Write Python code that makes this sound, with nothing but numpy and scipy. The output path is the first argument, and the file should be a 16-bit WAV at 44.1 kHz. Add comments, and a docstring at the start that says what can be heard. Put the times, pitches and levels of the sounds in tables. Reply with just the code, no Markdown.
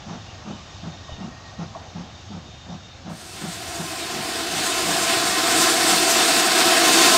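"""Soft exhaust beats come first, across a meadow: a steam engine working away behind trees, with a low
rumble, rolling noise, a thin flange squeal, dull knocks at rail joints and a few birds. That scene fades
into a standing engine close by, whose steam hisses through the hollows of pipes, frames and platform edge.
Blast, rolling and steam are coloured noise; joints, birds and whistles are short sine tones; squeals and
rail hum are noise in narrow resonances. Both channels carry the same scene, each with its own faint hiss."""
import sys
import numpy as np
from scipy import signal
from scipy.fft import rfft, irfft, next_fast_len
from scipy.io import wavfile
from scipy.ndimage import uniform_filter1d, map_coordinates

SR = 44100
rng = np.random.default_rng(int(sys.argv[2]) if len(sys.argv) > 2 else 0)


def unload_audio(sound):
    """Save the sound as a 16-bit wav file, at the path given as the first command line argument."""
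    columns = np.transpose(np.atleast_2d(sound))
    # keep every value between -1 and 1, then stretch to whole-number steps
    steps = np.round(np.clip(columns, -1, 1) * 32767)
    wavfile.write(sys.argv[1], SR, steps.astype(np.int16))


N = 316197
T = np.arange(N) / SR  # time axis in seconds


def amp(db):
    """Decibels to amplitude."""
    return 10 ** (np.asarray(db) / 20)


def unit(x):
    """Scales a signal to an rms of 1."""
    return x / np.sqrt(np.mean(x ** 2) + 1e-20)


def along(points, hz):
    """Reads a value from (freq_hz, value) points along a log frequency axis."""
    point_hz, value = np.transpose(points)
    return np.interp(np.log(hz + 1), np.log(point_hz + 1), value)


def curve(points):
    """Joins (time_s, value) points by straight lines, one value per sample."""
    time_s, value = np.transpose(points)
    return np.interp(T, time_s, value)


def ramp(start_s, end_s):
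    """Rises evenly from 0 to 1 between two times."""
    return np.clip((T - start_s) / (end_s - start_s), 0, 1)


def wobble(knots_per_s):
    """A smooth random curve through normally distributed knots."""
    knots = rng.standard_normal(int(N * knots_per_s / SR) + 4)
    return map_coordinates(knots, [T * knots_per_s])


def filtered(x, response):
    """Multiplies the spectrum of x by a response of frequency."""
    size = next_fast_len(N + SR // 2)
    spectrum = rfft(x, size) * response(np.fft.rfftfreq(size, 1 / SR))
    return irfft(spectrum, size)[..., :N]


def shaped(points):
    """The response of a (freq_hz, density_db) spectrum."""
    return lambda hz: amp(along(points, hz))


def peak(hz, centre_hz, width_hz):
    """One resonance: a bell in frequency, 1 at its centre and half that at the edges of its width."""
    return 1 / (1 + (2 * (hz - centre_hz) / width_hz) ** 2)


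def resonance_power(hz, resonances):
    """Summed power of (centre_hz, width_hz, level_db) resonances."""
    return sum(amp(2 * db) * peak(hz, centre, width) ** 2 for centre, width, db in resonances)


def hollowed(spectrum, hollows, floor_db):
    """A spectrum shifted to floor_db, with the resonances of hollows standing on it."""
    return lambda hz: shaped(spectrum)(hz) * np.sqrt(amp(2 * floor_db) + resonance_power(hz, hollows))


def rush(response, patchy_db):
    """Coloured turbulent noise of rms 1, its gain varying in soft patches over time and frequency."""
    grid = signal.stft(rng.standard_normal(N), nperseg=512)[2]
    patches = uniform_filter1d(rng.standard_normal(grid.shape), size=8, axis=0)
    patches = unit(uniform_filter1d(patches, size=12, axis=1))
    noise = signal.istft(grid * amp(patchy_db * patches), nperseg=512)[1][:N]
    return unit(filtered(noise, response))


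def steady(x, seconds):
    """Evens out the chance swells of narrow noise."""
    power = np.abs(uniform_filter1d(x ** 2, size=round(seconds * SR)))
    return unit(x / np.sqrt(power + 0.16))


# Low end of the distant train, relative: freq_hz [Hz], density_db [dB per Hz]
RUMBLE_SPECTRUM = [(12, -46), (20, -28), (64, -2.5), (92, 3.5), (168, -7), (296, -18.5), (362, -15.5),
                   (400, -28), (520, -51), (880, -120)]


def rumble():
    """Low noise of the train, wavering slowly and sinking as it draws away."""
    start_db, recedes_db_per_s = -43.5, 0.58
    level_db = start_db - recedes_db_per_s * T + 0.47 * wobble(2.97)
    return amp(level_db) * rush(shaped(RUMBLE_SPECTRUM), patchy_db=-0.2)


# Rolling noise among the leaves, relative: freq_hz [Hz], density_db [dB per Hz]
LEAF_SPECTRUM = [(150, -15), (250, -5.5), (436, -10), (748, -2.5), (957, -9), (1200, -9), (1720, -11.5),
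                 (2040, -14.5), (2900, -11), (3700, -12.5), (4100, -12.5), (6600, -15.5), (7600, -25),
                 (8800, -43), (9500, -67)]


def rolling():
    """Broad rolling noise of the train among the leaves; it sinks faster than the rumble."""
    start_db, recedes_db_per_s = -43.5, 0.94
    level_db = start_db - recedes_db_per_s * T + 0.25 * wobble(2.38)
    return amp(level_db) * rush(shaped(LEAF_SPECTRUM), patchy_db=1.2)


# Bird chirps: middle_s [s], level_db [dB], pitch_hz at the middle [Hz], length_s [s]
BIRD_CHIRPS = [(.3, -48, 2800, .05), (.55, -50, 3000, 0.07), (1.13, -48, 2980, .06), (1.24, -49, 2800, .05),
               (2.855, -62, 7500, .03)]


def birds():
    """Short sine chirps that slide down a little, with a rough edge from random phase."""
    out = np.zeros(N)
    for middle_s, level_db, pitch_hz, length_s in BIRD_CHIRPS:
        u = (T - middle_s) / length_s
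        phase = 2 * np.pi * pitch_hz * (T - middle_s) * (1 - 0.014 * u) + 1.4 * wobble(90)
        out += amp(level_db) * np.exp(-4 * u ** 2) * np.sin(phase)
    return out


# Upper squeal, lower squeal, hum of the rails, in that order: centre_hz [Hz], width_hz [Hz]
RAIL_RESONANCES = [(3670, 86), (1867, 32), (1130, 190)]
# Upper squeal: start_s [s], end_s [s], top_db before the release [dB]
UPPER_SQUEALS = [(.05, 0.398, -52), (.42, 1.283, -50), (1.4, 2.27, -55), (2.2, 3.0, -52)]
# Lower squeal, then hum of the rails: level_db [dB], dying_from_s [s]
LOWER_TONES = [(-59.5, 1.7), (-56.5, 1.7)]


def flanges_and_rails():
    """Squealing flanges and humming rails: noise in narrow resonances that swells or dies away."""
    grows_db_per_s, edge_s, dies_db_per_s = 7, 0.063, 11
    upper = np.zeros(N)
    for start_s, end_s, top_db in UPPER_SQUEALS:
        swell = amp(top_db - grows_db_per_s * np.abs(end_s - T))
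        upper += swell * ramp(start_s, start_s + edge_s) * (1 - ramp(end_s - edge_s, end_s))
    gains = [upper]
    for level_db, dying_from_s in LOWER_TONES:
        lost_db = dies_db_per_s * np.maximum(T - dying_from_s, 0)
        gains.append(amp(level_db - lost_db + 1.7 * wobble(2.8)))
    out = np.zeros(N)
    for gain, (centre_hz, width_hz) in zip(gains, RAIL_RESONANCES):
        out += gain * rush(lambda hz: peak(hz, centre_hz, width_hz), patchy_db=1.1)
    return out


# Wheels on rail joints: start_s [s], level_db before the onset is rounded [dB],
# pitch_hz at the strike [Hz], t60_s [s]
JOINT_KNOCKS = [(1.082, -32, 1130, .06), (1.092, -28.5, 700, 0.056), (1.118, -27, 86, 0.15),
                (1.749, -23.5, 1140, 0.033), (1.757, -21.5, 706, 0.047)]


def joints():
    """Short dull clacks that sag in pitch, each with a noisy rattle scattered back from the trees."""
    onset_s, rattle_db, rattle_t60_s = 0.0017, -22.5, 0.45
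    clacks, rattle = np.zeros((2, N))
    for start_s, level_db, pitch_hz, t60_s in JOINT_KNOCKS:
        t = np.maximum(T - start_s, 0)
        rise = 1 - np.exp(-t / onset_s)
        sag = 1 - 4 * np.minimum(t, t60_s)
        tone = np.sin(2 * np.pi * pitch_hz * t * sag + 0.92 * wobble(150))
        clacks += amp(level_db - 60 * t / t60_s) * rise * tone
        rattle += amp(level_db + rattle_db - 60 * t / rattle_t60_s) * rise
    return clacks + rattle * rush(lambda hz: peak(hz, 730, 700), patchy_db=2.0)


def puff(u):
    """A burst around u = 0, quicker to rise than to fall, that hangs on a little among the trees."""
    u_abs = np.abs(u)
    body = np.exp(-(u_abs / 0.5) ** np.where(u < 0, 4.5, 2.8))
    tail = amp(-6.5) * (u > 0) * (1 - np.exp(-3 * u_abs)) * np.exp(-1.1 * u_abs)
    return body + tail


# Exhaust beats: middle_s [s], level_db of the boom [dB], bark_db [dB re level_db], length_s [s]
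EXHAUST_BEATS = [(0.121, -35, -6.5, 0.11), (0.499, -33.5, -9.5, 0.091), (0.864, -32.5, -11, 0.072),
                 (1.24, -34, -10.5, 0.11), (1.62, -31, -9, 0.071), (1.988, -34, -9, 0.085),
                 (2.344, -36, -9, 0.1), (2.72, -35.5, -8.5, 0.094), (3.097, -34, -7, 0.095),
                 (3.456, -32.5, -11, 0.09), (3.814, -32.5, -8, 0.059), (4.187, -37, -6, 0.085),
                 (4.563, -38.5, 1, 0.075), (4.897, -34.5, -2, 0.11), (5.272, -41.5, -9, 0.065),
                 (5.6, -41, -9, 0.087), (5.936, -34, -10, 0.072)]
# Booming of the blast in the chimney: centre_hz [Hz], width_hz [Hz], level_db [dB, relative]
CHIMNEY_MODES = [(170.7, 28, 2), (205.5, 65, -3), (315, 130, -16)]
# Bark of the blast, relative: freq_hz [Hz], density_db [dB per Hz]
BARK_SPECTRUM = [(250, -23), (330, -1), (450, -4), (750, 3), (950, -1.5), (1200, -44), (1600, -70)]
# Top edge of the blast, relative: freq_hz [Hz], density_db [dB per Hz]
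EDGE_SPECTRUM = [(800, -30), (1050, -1.5), (1350, -3), (1750, -13), (3000, -16), (6500, -16), (8500, -55)]


def exhaust():
    """Each beat is a puff of turbulent steam: it booms in the chimney, with a shorter bark and edge above."""
    short_share, edge_db = 0.86, -4.5  # bark length re boom; edge level re bark
    boom, bark = np.zeros((2, N))
    for middle_s, level_db, bark_db, length_s in EXHAUST_BEATS:
        boom += amp(level_db) * puff((T - middle_s) / length_s)
        bark += amp(level_db + bark_db) * puff((T - middle_s) / (short_share * length_s))
    chimney = lambda hz: np.sqrt(resonance_power(hz, CHIMNEY_MODES))
    out = boom * steady(rush(chimney, patchy_db=-0.5), seconds=0.053)
    out += bark * steady(rush(shaped(BARK_SPECTRUM), patchy_db=1.0), seconds=0.054)
    return out + amp(edge_db) * bark * rush(shaped(EDGE_SPECTRUM), patchy_db=1.0)


def far_train():
    """The whole train across the meadow; distance takes away the top of the spectrum."""
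    top_hz = 8900
    train = rumble() + rolling() + birds() + flanges_and_rails() + joints() + exhaust()
    return filtered(train, lambda hz: hz < top_hz)


# Falling whistles in the jet, before sputter and fade: middle_s [s], level_db [dB],
# from_hz [Hz], to_hz [Hz], length_s [s]
JET_WHISTLES = [(3.99, -26, 2620, 2280, .055), (4.03, -27, 4030, 3500, .06),
                (7.025, -25, 3800, 3600, 0.031)]


def whistles():
    """Short rough sine tones that slide down within the jet."""
    out = np.zeros(N)
    for middle_s, level_db, from_hz, to_hz, length_s in JET_WHISTLES:
        u = (T - middle_s) / length_s
        pitch_hz = (from_hz + to_hz) / 2 + (to_hz - from_hz) / 2 * np.tanh(u)
        phase = 2 * np.pi * np.cumsum(pitch_hz) / SR + 0.9 * wobble(90)
        out += amp(level_db) * np.exp(-2 * u ** 2) * np.sin(phase)
    return out


# Roar with the notches of the ground echo, relative: freq_hz [Hz], density_db [dB per Hz]
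ROAR_SPECTRUM = [(60, -36), (150, -16), (250, -9), (320, -2.5), (385, -2), (415, -14), (470, -5.5),
                 (520, -19.5), (590, -16.5), (665, -0.5), (780, -2.5), (830, -22.5), (950, -14),
                 (1100, -36)]
# Hollows that sing within the roar: centre_hz [Hz], width_hz [Hz], level_db [dB re the roar spectrum]
ROAR_HOLLOWS = [(328, 36, 0), (672, 44, 0)]


def roar(flow_db):
    """Low part of the jet, singing in two hollows; it follows the flow the least."""
    mean_flow_db, grows_db_per_db = -21, 0.54
    noise = rush(hollowed(ROAR_SPECTRUM, ROAR_HOLLOWS, floor_db=-1.1), patchy_db=-0.34)
    return amp(mean_flow_db + grows_db_per_db * flow_db) * noise


# Body of the hiss, relative: freq_hz [Hz], density_db [dB per Hz]
HISS_SPECTRUM = [(600, -39), (850, -8.5), (1040, -3.5), (1170, -6), (1290, -4.5), (2060, -5.5), (3200, -6),
                 (4480, -5), (5500, -10.5), (7000, -28), (9000, -62)]
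# Hollows that colour the hiss: centre_hz [Hz], width_hz [Hz], level_db [dB re the hiss spectrum]
HISS_HOLLOWS = [(1044, 28, 9), (1175, 30, 2), (1302, 43, 5), (1407, 27, 4), (1515, 48, 4), (1625, 24, 5),
                (1709, 24, 5), (1866, 22, 6), (2176, 27, 4), (2565, 60, 3.5), (2668, 38, 5), (3033, 60, 4),
                (3403, 38, 4), (3595, 90, 4), (3736, 60, 3), (4062, 60, 3), (4510, 90, 4), (5160, 65, 3)]


def hiss(flow_db):
    """Middle part of the jet, ringing through the hollows of pipes, frames and platform edge."""
    mean_flow_db, grows_db_per_db = -18, 0.83
    noise = rush(hollowed(HISS_SPECTRUM, HISS_HOLLOWS, floor_db=-1.0), patchy_db=0.81)
    return amp(mean_flow_db + grows_db_per_db * flow_db) * noise


# Fizz on top of the jet, relative: freq_hz [Hz], density_db [dB per Hz]
FIZZ_SPECTRUM = [(3500, -27), (4800, -3.5), (6000, -3.5), (8200, -2), (9300, -5), (10300, -13.5),
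                 (12000, -13.5), (13900, -16), (15000, -18.5), (16000, -32)]
# Slow level of the fizz at mean flow, before the fade: time_s [s], level_db [dB]
FIZZ_LEVELS = [(3.1, -20), (3.8, -19), (4.6, -22), (5.4, -22), (6, -19.5), (6.5, -21.5), (7.17, -21)]


def fizz(flow_db):
    """Top part of the jet; it follows the flow the most and flickers on its own."""
    grows_db_per_db = 1.3
    flicker_db = 0.76 * wobble(35) + 0.67 * wobble(8)
    level_db = curve(FIZZ_LEVELS) + grows_db_per_db * flow_db + flicker_db
    return amp(level_db) * rush(shaped(FIZZ_SPECTRUM), patchy_db=1.5)


# Flow of the jet about its mean: time_s [s], flow_db [dB]
JET_FLOW = [(3.1, 2.5), (3.5, -0.5), (3.87, -3), (4.05, -2.2), (4.48, -2.5), (4.68, 1), (4.85, -0.5),
            (5.0, 1), (5.13, 2), (5.22, -.5), (5.52, 0), (5.62, 2.5), (5.76, -.3), (5.92, 1.3),
            (6.05, -0.4), (6.25, 0.5), (6.35, 0), (6.6, -0.6), (6.85, 1), (6.94, 1), (7.02, 2.5), (7.17, 1)]


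def steam():
    """A jet of steam: roar, hiss and fizz follow one flow and flutter together as it sputters."""
    start_s = 3.093
    flow_db = curve(JET_FLOW)
    sputter_db = 0.35 * wobble(30) + 0.45 * wobble(70)
    jet = roar(flow_db) + hiss(flow_db) + fizz(flow_db) + whistles()
    return (T > start_s) * amp(sputter_db) * jet


def scene():
    """The far train fades out under the near steam, whose amplitude rises evenly; both channels alike."""
    far = (1 - ramp(5.87, 6.6)) * far_train()
    near = ramp(3.063, 7.07) * steam()
    return np.tile(far + near, (2, 1))


# Hiss of the electronics, relative: freq_hz [Hz], density_db [dB per Hz]
CIRCUIT_SPECTRUM = [(6000, -42), (8500, 0), (16000, 0)]


def record(dry):
    """Each channel adds its own faint electronic hiss; nothing is kept above the band limit."""
    circuit_db, top_hz = -77, 15750
    circuit = np.array([rush(shaped(CIRCUIT_SPECTRUM), patchy_db=spread) for spread in (3.0, 1.5)])
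    return filtered(dry + amp(circuit_db) * circuit, lambda hz: hz < top_hz)


dry = scene()
out = record(dry)
unload_audio(out)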